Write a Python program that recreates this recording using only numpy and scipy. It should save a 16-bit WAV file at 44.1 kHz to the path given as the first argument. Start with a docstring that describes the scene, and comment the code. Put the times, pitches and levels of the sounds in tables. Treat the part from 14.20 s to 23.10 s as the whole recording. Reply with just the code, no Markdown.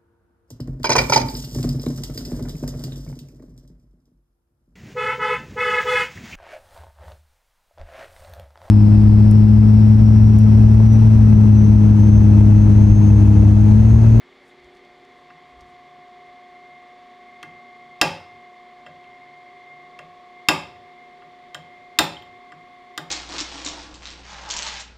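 """A hammer drives a blunt chisel against a steel shaft held in a grinder, close to the microphone in a machine shop.
Three hard blows and lighter taps are noise bursts plus decaying modes of chisel, hammer head, shaft and bed;
filtered noise makes the shop's brief answer, and the ticks and rustle of hands near the microphone.
Behind them a motor hums in sines on multiples of its turning rate, a bearing whines and air rushes as shaped noise."""
import sys
import numpy as np
from scipy import signal
from scipy.fft import rfft, irfft, next_fast_len
from scipy.io import wavfile

SR = 44100
rng = np.random.default_rng(int(sys.argv[2]) if len(sys.argv) > 2 else 0)


def persist_wave(psi):
    """Save psi, clipped to +-1, as 16-bit WAV."""
    counts = np.round(np.clip(psi, -1, 1) * 32767).astype(np.int16)
    wavfile.write(sys.argv[1], SR, np.atleast_2d(counts).T)


N = 392490  # samples

# Blows and taps: t/s, force/dB, then levels relative to what the laws or the force give: hardness/dB,
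# chisel/dB, hammer head/dB, clink/dB, thin ring/dB, rest over bed/dB
BLOWS = [(1.1015, -45.5, -12, -10, -29, -25, -36, -8), (3.229, -37.5, 14.5, -8, -26, -4.5, -26, -20),
         (3.8138, -13, 3.5, -1.5, -4, -2.5, -9, -4.5), (4.6631, -42, -27, -3, -15, 0, -13, 24),
         (4.8415, -59, 12, 0, -11, 5, -19, 4.5), (5.7899, -39.5, 10.5, -5, -30, -7.5, -18, 19),
         (6.2862, -14, 5.5, 2, 0.2, -1, -6, -8.5), (7.0187, -48, -21, -10, -41, -7, -25, -16),
         (7.3458, -32, 6.5, -14, -6.5, 0.5, -8.5, 3.5), (7.788, -14, 8, -19, 4.5, -5.5, -1.5, -10.5),
         (7.968, -50.5, -2.5, -16, -17, 16.5, -21, 2), (8.022, -54.5, 17, -7, 1.5, 11, -16, -3.5),
         (8.32, -40, -9.5, -16, -25, -10, -18.5, -17), (8.777, -27, 11, -36, -2.5, -10, -14, -10)]
# Modes of each struck part: f/Hz, level/dB (relative), t60/s
BED_MODES = [(215, -20, 0.6), (256.7, -11.5, 0.45), (313, -0.5, 0.12), (320.4, -8.5, 0.47), (376, -7, 0.32),
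             (433, -16, 0.034)]
REST_MODES = [(524.5, -1, 0.3), (576.3, 4, 0.21), (619, 2, 0.23)]
FRAME_MODES = [(150.5, 20, 0.18), (167.7, 9, 0.45)]
SHAFT_MODES = [(703.6, 0.5, 0.13), (775, -5.5, 0.19), (835, -3, 0.4), (890, -2.5, 0.39)]
OVERTONE_MODES = [(1034, -7.5, 0.048), (1198, -2, 0.049), (1243, -4.5, 0.024), (1430, -3, 0.064),
                  (1625, -6, 0.11), (1813, 1.5, 0.032), (1963, -3, 0.063)]
CHISEL_MODES = [(2650, 1.5, 0.018), (2687, 3.5, 0.018), (2720, -5, .08)]
OCTAVE_MODES = [(4870, -8.5, 0.042), (5028, -3, 0.045), (5240, -3, .045), (5680, -18.5, 0.024)]
CLINK_MODES = [(3054, -3, 0.03), (3175, -3, 0.03), (3180, -7, 0.06)]
HEAD_MODES = [(3430, -8, .06), (3650, -7.5, .06), (3697, -7, 0.12), (7130, -4, .025)]
THIN_MODES = [(6100, -11.5, .02), (7400, -2, 0.05), (8530, -6, 0.03), (9435, -17.5, 0.02)]
PING_MODES = [(13400, 0.0084, 0.06)]
# The shop's answer to a blow, in bands of noise: f/Hz, level/dB (relative), t60/s
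SHOP_BANDS = [(505, -13, 0.44), (1000, -10, .35), (1820, -16, 0.34), (3807, -18, 0.41), (8000, -17.5, 0.29),
              (13290, -11.5, 0.21)]
# Fingers and tools ticking: t/s, level/dB (before a common trim)
TICKS = [(0.3994, -61), (0.4434, -55), (0.5501, -55), (0.5694, -57), (0.6494, -57), (0.8493, -55),
         (1.408, -48.5), (1.4144, -54)]
# Sleeves and hands moving near the microphone: t/s, thud level/dB, rustle level/dB
HAND_MOVES = [(.2, -74, -92), (.288, -70, -70), (.458, -60, -80), (.558, -64, -78), (.786, -65, -88),
              (.988, -65, -79), (1.296, -76, -81), (1.414, -46, -79), (1.5, -60, -77), (1.6, -69, -90)]
# Motor hum: multiple of the turning rate, level/dB (before wander and shading)
MOTOR_ORDERS = [(4, -81), (8, -68.5), (9, -67.5), (16, -71), (21, -73.5), (35, -65.5), (36, -64),
                (37, -62.5), (38, -72), (39, -76)]
# Bearing whine over time: t/s, level/dB
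WHINE_LEVEL = [(0.0, -62.5), (0.79, -61), (1.96, -59), (2.53, -52), (2.82, -59.5), (3.22, -49),
               (4.19, -52.5), (4.54, -57), (4.98, -50.5), (5.6, -48.5), (5.95, -59.5), (6.32, -50),
               (6.54, -58.5), (6.82, -53), (6.99, -60.5), (7.58, -51.5), (8.25, -55), (8.9, -55.5)]
# Noise bands around the whine: f/Hz, width/Hz, level/dB (relative to the whine)
WHINE_BANDS = [(2090, 36, -10.5), (2103, 4.8, -15), (2185, 15, -17), (1970, 15, -19)]
# Wavering tones of the housing: f/Hz, width/Hz, level/dB
DRONE_BANDS = [(149.3, 3, -71.5), (393.6, 6.1, -65), (586, 19, -69), (362, 41, -71.5), (1186, 44, -69),
               (3453, 480, -68.5), (4400, 380, -75.5), (7060, 1100, -86)]
# Spectrum of the rushing air: f/Hz, level/dB (per Hz, relative)
AIR_SPECTRUM = [(15, -51.5), (25, -10), (105, -19.5), (249, -9), (309, -16), (363, -8.5), (641, -16.5),
                (714, -7), (818, -12.5), (1100, -17), (1520, -17.5), (2110, -8.5), (2610, -21), (3430, -20),
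                (16000, -59)]

# Noise bursts in a blow: f/Hz, width/Hz, level/dB (relative), t60/s
CRACK = (3501, 7000, -12, 0.0236)
SIZZLE = (10500, 9000, 1, 0.0002)
THUD = (94, 64.5, -7.5, 1)
CLATTER = (1600.5, 3500, -8, 0.49)  # the machine's countless small modes, too dense to tell apart

# How a part answers the force: level/dB at force 0 dB, dB gained per dB of force
CRACK_LAW, OCTAVE_LAW, FRAME_LAW = (23.1, 1.69), (8.9, 1.47), (-25, 0.77)
CASTINGS_LAW, SHAFT_LAW = (-9.5, 1.297), (-2.5, 1.55)
# How the ping follows the head column (level/dB, dB per dB) and the octave the chisel column (share)
PING_LAW, OCTAVE_SHARE = (-14, 1.3), 0.4
SIZZLE_DB = -33  # relative to the crack

CONTACT_S, SOFTEN_DB = 0.00006, 15  # rise at a crack of 0 dB; it doubles for every such drop in the crack
CASTING_RISE_S, OVERTONE_RISE_S, FRAME_RISE_S = 0.0039, 0.0018, 0.038
SPLIT, SCATTER_DB = 0.011, 1  # neighbours of a mode: largest shift as share of its pitch, largest level shift
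STEEL_CUT_HZ, CASTINGS_CUT_HZ = 53, 65

TICK_HZ, BRUSH_RISE_S, BRUSH_FALL_S = 4400, 0.036, 0.025

TURN_HZ, SING_ORDER, LOW_ORDER = 29.94, 24, 12
SING_DB, SING_FULL_S = -48.5, 1.78  # level once full, time to grow
LOW_DB, LOW_SWELL_S, LOW_SWELL_WIDTH_S, LOW_SWELL_DB = -61, 0.49, 0.2, 5.7
SHADE_DB, SHADE_ENDS_S, SHADE_EDGE_S = -8.5, 0.9, 0.068
WHINE_HZ, AIR_DB = 2112, -55

HISS_DB, SIDE_HISS_DB = -87, -89.5
MIC_CUT_HZ, TOP_HZ = 45, 15900


def blows():
    """Steel cracks and rings at once; the heavy castings take up the blow later; the shop smears both."""
    steel, castings = np.zeros(N), np.zeros(N)
    for s, force_db, hard_db, chisel_db, head_db, clink_db, thin_db, tilt_db in BLOWS:
        crack_db = law(CRACK_LAW, force_db) + hard_db
        octave_db = law(OCTAVE_LAW, force_db) + OCTAVE_SHARE * chisel_db
        parts = [(CHISEL_MODES, force_db + chisel_db),
                 (OCTAVE_MODES, octave_db),
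                 (CLINK_MODES, force_db + clink_db),
                 (HEAD_MODES, force_db + head_db),
                 (THIN_MODES, force_db + thin_db),
                 (PING_MODES, force_db + law(PING_LAW, head_db))]
        add(steel, s, steel_blow(crack_db, parts))
        add(castings, s, castings_blow(force_db, tilt_db))
    steel = high_pass(steel, STEEL_CUT_HZ)  # small parts radiate no bass
    castings = high_pass(castings, CASTINGS_CUT_HZ)
    answer = signal.fftconvolve(steel + amp(-11) * castings, shop_echo())[:N]
    return steel + castings + answer


def steel_blow(crack_db, parts):
    """Crack and sizzle are noise; a stronger crack means shorter contact and a faster rise of the rings."""
    t = np.arange(SR // 6) / SR
    contact_s = CONTACT_S * 2 ** (-crack_db / SOFTEN_DB)
    push = 1 - np.exp(-t / contact_s)
    out = amp(crack_db) * burst(CRACK, t)
    out += amp(crack_db + SIZZLE_DB) * burst(SIZZLE, t)
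    for modes, db in parts:
        out += amp(db) * ring(modes, t) * push
    return out


def castings_blow(force_db, tilt_db):
    """Bed, rest, shaft and frame rise with their own lag and ring on, over clatter and a thud through the floor."""
    t = np.arange(2 * SR // 5) / SR
    castings_db, shaft_db = law(CASTINGS_LAW, force_db), law(SHAFT_LAW, force_db)
    parts = [(BED_MODES, castings_db - tilt_db / 2, CASTING_RISE_S),
             (REST_MODES, castings_db + tilt_db / 2, CASTING_RISE_S),
             (SHAFT_MODES, shaft_db, CASTING_RISE_S),
             (OVERTONE_MODES, force_db, OVERTONE_RISE_S)]
    out = np.zeros(len(t))
    for modes, db, rise_s in parts:
        out += amp(db) * ring(modes, t) * (1 - np.exp(-t / rise_s))
    out += amp(shaft_db) * burst(CLATTER, t) * (1 - np.exp(-t / OVERTONE_RISE_S))
    frame = ring(FRAME_MODES, t) * (1 - np.exp(-t / FRAME_RISE_S)) ** 2  # swells slowly
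    thud = burst(THUD, t) * (1 - np.exp(-t / CASTING_RISE_S))
    return out + amp(law(FRAME_LAW, force_db)) * (frame + thud)


def ring(modes, t):
    """One part struck once: each mode is three close neighbours that beat, differently at every blow."""
    hz, db, t60 = np.repeat(modes, 3, axis=0).T[:, :, None]
    level_chance, pitch_chance = rng.uniform(-1, 1, (2, len(hz), 1))
    phase = (2 * np.pi * hz * (1 + SPLIT * pitch_chance) * t).astype(np.float32)
    level = amp(db + SCATTER_DB * level_chance) / 2
    return (level * fade(t, t60) * np.sin(phase)).sum(axis=0)


def burst(shape, t):
    """Band of noise dying away exponentially."""
    hz, width, db, t60 = shape
    return amp(db) * band(len(t), hz, width) * fade(t, t60)


def shop_echo():
    """Impulse response of the shop: fading noise bands whose reflections thicken in the first milliseconds."""
    t = np.arange(2 * SR // 5) / SR
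    echo = np.zeros(len(t))
    for hz, db, t60 in SHOP_BANDS:
        echo += amp(db - 31) * band(len(t), hz, hz) * fade(t, t60)
    return echo * (1 - np.exp(-t / 0.002))


def hands():
    """Close to the microphone: dry ticks as short noise, dull thuds and faint rustle as brushed noise bands."""
    out = np.zeros(N)
    t = np.arange(SR // 50) / SR
    for s, db in TICKS:
        add(out, s, amp(db - 3) * band(len(t), TICK_HZ, 5040) * fade(t, 0.021))
    size = 2 * SR  # all moves fall in the first two seconds
    s, thud_db, rustle_db = np.transpose(HAND_MOVES)[:, :, None]
    late = np.arange(size) / SR - s
    brush = np.exp(np.where(late < 0, late / BRUSH_RISE_S, -late / BRUSH_FALL_S))
    add(out, 0, (amp(thud_db) * brush).sum(axis=0) * band(size, 61, 50))
    add(out, 0, (amp(rustle_db) * brush).sum(axis=0) * band(size, 7800, 5600))
    return out


def motor():
    """Sines on whole multiples of one slightly unsteady turning rate, each wandering in level."""
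    t = np.arange(N) / SR
    turn = 2 * np.pi * np.cumsum(TURN_HZ * (1 + 0.0003 * walk(2))) / SR
    # the microphone turns toward the motor: the singing order grows evenly to its full level,
    # and the orders above it come out from behind the arm
    grow = np.minimum(t / SING_FULL_S, 1)
    shade_db = SHADE_DB / (1 + np.exp((t - SHADE_ENDS_S) / SHADE_EDGE_S))
    out = np.sqrt(2) * grow * amp(SING_DB + 0.21 * walk(1)) * np.sin(SING_ORDER * turn)
    # the low order swells once
    low_db = LOW_DB + LOW_SWELL_DB * np.exp(-((t - LOW_SWELL_S) / LOW_SWELL_WIDTH_S) ** 2)
    out += np.sqrt(2) * amp(low_db + 0.73 * walk(25)) * np.sin(LOW_ORDER * turn)
    for order, db in MOTOR_ORDERS:
        near_db = shade_db if order > SING_ORDER else 0
        level = amp(db + near_db + 2.5 * walk(1.2))
        out += np.sqrt(2) * level * np.sin(round(order) * turn + rng.uniform(0, 2 * np.pi))
    return out


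def bearing_whine():
    """A sine fluttering in pitch and level among narrow noise bands, rising and falling together."""
    phase = 2 * np.pi * np.cumsum(WHINE_HZ + 2.9041 * walk(9)) / SR
    whine = amp(2.2 * walk(25)) * np.sin(phase) + bands(N, WHINE_BANDS)
    s, db = np.transpose(WHINE_LEVEL)
    return amp(np.interp(np.arange(N) / SR, s, db)) * whine


def housing_drone():
    """Noise in resonances of the housing: the narrow ones waver like tones."""
    return bands(N, DRONE_BANDS)


def air_rush():
    """Steady noise shaped by a spectrum drawn over log frequency."""
    size = next_fast_len(N, True)
    f = np.arange(size // 2 + 1) * SR / size + 1  # 1 Hz up, to keep the log finite
    hz, db = np.transpose(AIR_SPECTRUM)
    shape = amp(np.interp(np.log(f), np.log(hz), db))
    air = irfft(rfft(rng.standard_normal(size)) * shape, size)[:N]
    return amp(AIR_DB) * unit(air)


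def side_signal(mid):
    """What sets the channels apart: a little hiss, rumble, and delayed traces of the sound, chiefly its treble."""
    hiss = amp(SIDE_HISS_DB) * band(N, 9000, 9000)
    rumble = amp(-87.5) * band(N, 30, 52)
    treble = amp(-38) * np.gradient(np.roll(mid, 40))  # the slope favours high frequencies
    return hiss + rumble + treble + amp(-61.5) * np.roll(mid, 300)


def amp(db):
    """Amplitude of a level in dB."""
    return 10 ** (np.asarray(db) / 20)


def unit(x):
    """Scale to rms 1."""
    return x / np.sqrt(np.mean(x ** 2))


def law(rule, db):
    """Level of a part, a straight line in the dB that drives it."""
    return rule[0] + rule[1] * db


def fade(t, t60):
    """Exponential decay by 60 dB in t60 seconds."""
    return np.exp(-np.log(1000) * t / t60)


def add(out, s, x):
    """Mix x into out from s seconds on."""
    i = int(s * SR)
    out[i:i + len(x)] += x[:len(out) - i]


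def high_pass(x, hz):
    """Second-order cut of the bass."""
    return signal.sosfilt(signal.butter(2, hz, "high", fs=SR, output="sos"), x)


def walk(rate):
    """Slow random wander, rms 1: random points 1 / rate s apart, joined by smooth curves."""
    place = np.arange(N) * rate / SR
    k = place.astype(int)
    points = rng.standard_normal(int(N * rate / SR) + 2)
    blend = np.sin(np.pi / 2 * (place - k)) ** 2
    return unit(points[k] + (points[k + 1] - points[k]) * blend)


def band(size, hz, width):
    """Noise in one resonance, rms 1."""
    return unit(bands(size, [(hz, width, 0)]))


def bands(size, table):
    """Noise in several resonances, from rows of f/Hz, width/Hz, level/dB."""
    long = next_fast_len(size, True)
    f = np.arange(long // 2 + 1) * SR / long
    power = np.zeros(len(f))
    for hz, width, db in table:
        resonance = unit(1 / (1 + ((f - hz) * 2 / width) ** 2))
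        power += (amp(db) * resonance) ** 2
    return irfft(rfft(rng.standard_normal(long)) * np.sqrt(power), long)[:size]


def scene():
    """Blows in front, hands beside the microphone, the running machine and hiss behind, in two channels."""
    machine = motor() + bearing_whine() + housing_drone() + air_rush()
    mid = blows() + hands() + machine + amp(HISS_DB) * rng.standard_normal(N)
    side = side_signal(mid)
    return np.array([mid + side, mid - side])


def record(dry):
    """The microphone chain rounds the loudest peaks and cuts the deepest bass and the top."""
    rounded = np.tanh(1.35 * dry) / 1.35
    bass_cut = signal.butter(1, MIC_CUT_HZ, "high", fs=SR, output="sos")
    top_cut = signal.ellip(12, 0.2, 90, TOP_HZ, fs=SR, output="sos")
    return signal.sosfilt(top_cut, signal.sosfilt(bass_cut, rounded))


dry = scene()
out = record(dry)
persist_wave(out)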